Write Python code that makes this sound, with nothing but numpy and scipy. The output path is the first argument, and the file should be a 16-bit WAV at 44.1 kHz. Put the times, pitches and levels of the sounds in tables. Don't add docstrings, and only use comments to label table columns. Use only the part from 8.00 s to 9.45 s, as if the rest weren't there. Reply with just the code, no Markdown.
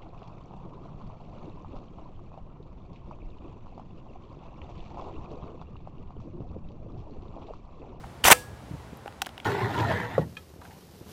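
import sys
import numpy as np
from scipy import signal
from scipy.fft import rfft, irfft
from scipy.io import wavfile
from scipy.ndimage import uniform_filter1d

SR = 44100
rng = np.random.default_rng(int(sys.argv[2]) if len(sys.argv) > 2 else 0)


def wrap_up_sound(samples):
    columns = np.atleast_2d(samples).T
    tamed = np.clip(columns, -1, 1)
    steps = np.round(tamed * 32767).astype(np.int16)
    wavfile.write(sys.argv[1], SR, steps)


def undo_db(level):
    steps = np.asarray(level, float) / 20
    return 10 ** steps


N = 63945

# start_s, snap_db, snap_hz, knock_db, fizz_db
ACTION_BLOWS = [(.2400, -22, 1500, -34, -28), (.2409, -7, 2950, -28, -24), (.2443, -18, 7000, -26, -20),
                (.2503, -15, 2500, -22, -20), (.2527, -11, 3000, -18, -18), (.2580, -13, 5500, -22, -16),
                (.2652, -13, 6200, -24, -17), (.2730, -13, 3500, -18, -18), (.2745, -14, 7200, -26, -18),
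                (.2790, -16, 5500, -22, -18), (.2812, -12, 12000, -16, -12), (.2828, -9, 2000, -7, -14),
                (.2855, -16, 6000, -20, -15), (.3022, -12, 6000, -11, -13), (.3040, -12, 2500, -5, -18),
                (.3126, -9, 8300, -14, -10), (.3190, -5, 2200, -10, -10), (.3228, -5, 1900, -10, -12),
                (.3258, -5, 2200, -12, -14), (.3305, -17, 2600, -26, -25)]
# pitch_hz, level_db, t60_s
ACTION_KNOCK = [(735, 1.5, 0.012), (926, 9, 0.0073), (1410, -4, .02)]
# start_s, snap_db, snap_hz, knock_db, fizz_db
SHELL_TICKS = [(.0385, -47, 2540, -37.5, -58), (.0415, -32.5, 1184, -34.5, -67.5),
               (.9715, -45.5, 13970, -69, -64.5), (1.0597, -37.5, 2650, -36, -53),
               (1.0720, -65, 3000, -38, -51), (1.0780, -31.5, 3060, -31, -47.5),
               (1.1244, -41, 3000, -46, -55), (1.2182, -13, 3140, -26.5, -23),
               (1.2190, -19.5, 1900, -23.5, -24.5), (1.2215, -23.5, 6200, -27, -31.5),
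               (1.2480, -35.5, 3400, -62, -49), (1.2608, -26, 3400, -44, -43),
               (1.2660, -32, 3250, -31, -32), (1.2690, -25, 1850, -33.5, -53.5),
               (1.2910, -35, 3430, -41.5, -47.5), (1.3787, -26.5, 3260, -38.5, -41.5),
               (1.4008, -27, 3230, -44, -52.5), (1.4310, -47.5, 3600, -45.5, -72),
               (1.4468, -27, 3450, -45, -43)]
# pitch_hz, level_db, t60_s
SHELL_KNOCK = [(799, 2, 0.03), (895, -13, 0.068), (1420, 2, 0.011), (464, -12.5, 0.0079)]
SLIDE_TIMES = (.2355, .2405, .255, .284, .299, .3115, .3135, .3275, .337)
SLIDE_LEVELS = [
    -58,
    -25,
    -16.5,
    -17,
    -24,
    -11,
    -6,
    -7,
    -43,
]
# pitch_hz, density_db (per Hz)
SCRAPE_COLOUR = [(150, -1), (400, 1.5), (850, 4.5), (2200, 2.5), (3200, 0.5), (4200, -8), (8000, -4.5),
                 (15500, -10)]
# pitch_hz, level_db, t60_s
BARREL_MODES = [(498, 0.5, 0.25), (1310, 3.5, 0.098), (1664, -7.5, 0.54), (2510, -23.5, 0.087),
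                (4440, -30.5, .35), (4510, -21, 0.36), (4996, -22.5, 0.28), (7100, -20.5, .15),
                (9370, -14, .3)]
# pitch_hz, t60_s
TREE_DECAY = [(300, 0.51), (1500, 0.13), (5000, 0.37), (14000, 0.3)]
# pitch_hz, density_db (per Hz)
AIR_COLOUR = [(150, -2), (400, -5), (900, -6.5), (1660, -15), (3000, -21), (6000, -27.5), (11000, -32.5),
              (15500, -42.5)]
# time_s, level_db
WIND_SWELL = [
    (0.0, -46),
    (0.568, -46.5),
    (0.742, -45.5),
    (1.02, -51),
    (1.45, -53),
]
# pitch_hz, density_db (per Hz)
WIND_COLOUR = [(25, -32), (62, -1.5), (128, -6.5), (250, -19.5), (500, -34), (900, -55.5)]
# level_db, pitch_hz, length_s
MIC_PUFFS = [
    (-36, 53, 0.039),
    (-26, 60, 0.033),
    (-21.5, 109, 0.02),
    (-28.5, 150, 0.018),
    (-29.5, 142, 0.035),
    (-34, 223, .016),
    (-28.5, 542, 0.0052),
    (-36, 274, 0.011),
]
PUFF_STARTS = (.030, .240, .310, .706, .729, .924, 1.0582, 1.264)


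def evened(x):
    return x / np.sqrt(np.mean(x ** 2) + 1e-20)


def read(points, hz):
    f, value = np.transpose(points)
    return np.interp(np.log(hz + 1), np.log(f + 1), value)


def curve(points, outside=None):
    s, value = np.transpose(points)
    return np.interp(np.arange(N) / SR, s, value, left=outside, right=outside)


def add(mix, s, sound):
    part = mix[round(s * SR):][:len(sound)]
    part += sound[:len(part)]


def coloured(x, shape):
    hz = np.fft.rfftfreq(len(x), 1 / SR)
    low_cut = np.minimum(hz / shape[0][0], 1) ** 2
    return irfft(rfft(x) * undo_db(read(shape, hz)) * low_cut, len(x))


def ring(modes, seconds, sag=0):
    t = np.arange(round(seconds * SR)) / SR
    bent = t if sag == 0 else np.log1p(2 * sag * t) / (2 * sag)
    return sum(undo_db(db - 60 * t / t60) * np.sin(2 * np.pi * hz * bent) for hz, db, t60 in modes)


def hits(rows, knock, sag, snap_t60, fizz_t60):
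    out = np.zeros(N)
    t = np.arange(2600) / SR
    seconds = len(t) / SR
    fizz_band = signal.butter(1, [4500, 12300], "band", fs=SR)
    chatter_s, chatter_db = 0.0016, -6
    snap_attack = np.minimum(t / 0.00036, 1)
    knock_attack = np.minimum(t / 0.0012, 1)
    for s, snap_db, hz, knock_db, fizz_db in rows:
        noise = rng.standard_normal(len(t))
        detune = rng.uniform(-1.14, 1, 6)
        upper_hz = hz * (1.45 + 0.23 * detune[5])
        lower_hz = hz * (0.72 + 0.095 * detune[4])
        partials = [(hz, 0, snap_t60), (upper_hz, -9, snap_t60), (lower_hz, -7, snap_t60)]
        snap = ring(partials, seconds, sag)
        chatter = noise[::-1][:200] * np.exp(-t[:200] / chatter_s)
        chatter = chatter / np.linalg.norm(chatter) / 2
        snap = snap + undo_db(chatter_db) * np.convolve(snap, chatter)[:len(t)]
        fizz = signal.lfilter(*fizz_band, noise) * undo_db(-60 * t / fizz_t60)
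        modes = [(f * (1 + 0.04 * d), db, t60) for (f, db, t60), d in zip(knock, detune)]
        body = ring(modes, seconds)
        bright = snap_attack * (undo_db(snap_db) * snap + undo_db(fizz_db) * fizz)
        add(out, s, bright - undo_db(knock_db) * knock_attack * body)
    return out


def action():
    return hits(ACTION_BLOWS, ACTION_KNOCK, sag=0, snap_t60=0.011, fizz_t60=0.018)


def slide():
    slips_per_s, spread_db = 9000, 2.5
    size = undo_db(spread_db * np.minimum(rng.exponential(1, N), 4))
    size = size * (rng.random(N) < slips_per_s / SR)
    slips = signal.lfilter([1], [1, -0.9], size) * rng.standard_normal(N)
    pressure_db = curve(list(zip(SLIDE_TIMES, SLIDE_LEVELS)), outside=-120)
    pressure = undo_db(uniform_filter1d(pressure_db, size=20))
    return pressure * evened(coloured(slips, SCRAPE_COLOUR))


def barrel():
    start_s, level_db, attack_s = 0.328, -30, 0.003
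    out = np.zeros(N)
    sound = ring(BARREL_MODES, 0.8)
    attack = np.minimum(np.arange(len(sound)) / (attack_s * SR), 1)
    add(out, start_s, undo_db(level_db) * sound * attack)
    return out


def shells():
    return hits(SHELL_TICKS, SHELL_KNOCK, sag=60, snap_t60=0.008, fizz_t60=0.015)


def stand(x):
    tail_db, near_db, near_t60 = -24, -23, 0.054
    noise = rng.standard_normal((2, SR // 2))
    age = np.arange(SR // 2) / SR
    hz, t, z = signal.stft(noise[0], SR, nperseg=256)
    decay = undo_db(-60 * t / read(TREE_DECAY, hz)[:, None])
    tail = signal.istft(z * decay, SR, nperseg=256)[1][:SR // 2]
    tail *= np.clip(age / 0.0067, 0, 1)
    near = noise[1] * undo_db(-60 * age / near_t60) * (age > 0.001)
    tail = undo_db(tail_db) * tail / np.linalg.norm(tail)
    near = undo_db(near_db) * near / np.linalg.norm(near)
    return signal.fftconvolve(x, tail + near)[:N]


def puffs():
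    thump_loss = 0.8
    out = np.zeros(N)
    for s, (db, hz, length) in zip(PUFF_STARTS, MIC_PUFFS):
        t = np.arange(0, length, 1 / SR)
        bump = np.sin(np.pi * t / length) ** 1.8
        phase = 2 * np.pi * hz * t
        puff = bump * np.sin(phase + 0.67 * np.sin(phase))
        thump = bump * puff.sum() / bump.sum()
        add(out, s, undo_db(db) * (puff - thump_loss * thump))
    return out


def wind():
    air_db, air_follows, lump_db = -49.5, 0.26, 2
    swell_db = curve(WIND_SWELL)
    air_level = undo_db(air_db + air_follows * (swell_db - swell_db.mean()))
    air = air_level * evened(coloured(rng.standard_normal(N), AIR_COLOUR))
    lumps = uniform_filter1d(rng.standard_normal(N), size=900)
    lumps = evened(uniform_filter1d(lumps, size=900))
    low = coloured(rng.standard_normal(N), WIND_COLOUR)
    return air + undo_db(swell_db) * evened(low * undo_db(lump_db * lumps))


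def scene():
    gun = action() + slide() + shells()
    mix = gun + stand(gun) + barrel() + wind() + puffs()
    return mix[None]


def band_limit(x):
    return signal.sosfilt(signal.butter(12, 15800, fs=SR, output="sos"), x)


def record(dry):
    held = np.clip(dry, -1, 1)
    low_pass = signal.firwin(767, 15900, window=("kaiser", 7), fs=SR)
    cut = signal.oaconvolve(held, low_pass[None], "same")
    return band_limit(cut)


dry = scene()
out = record(dry)
wrap_up_sound(out)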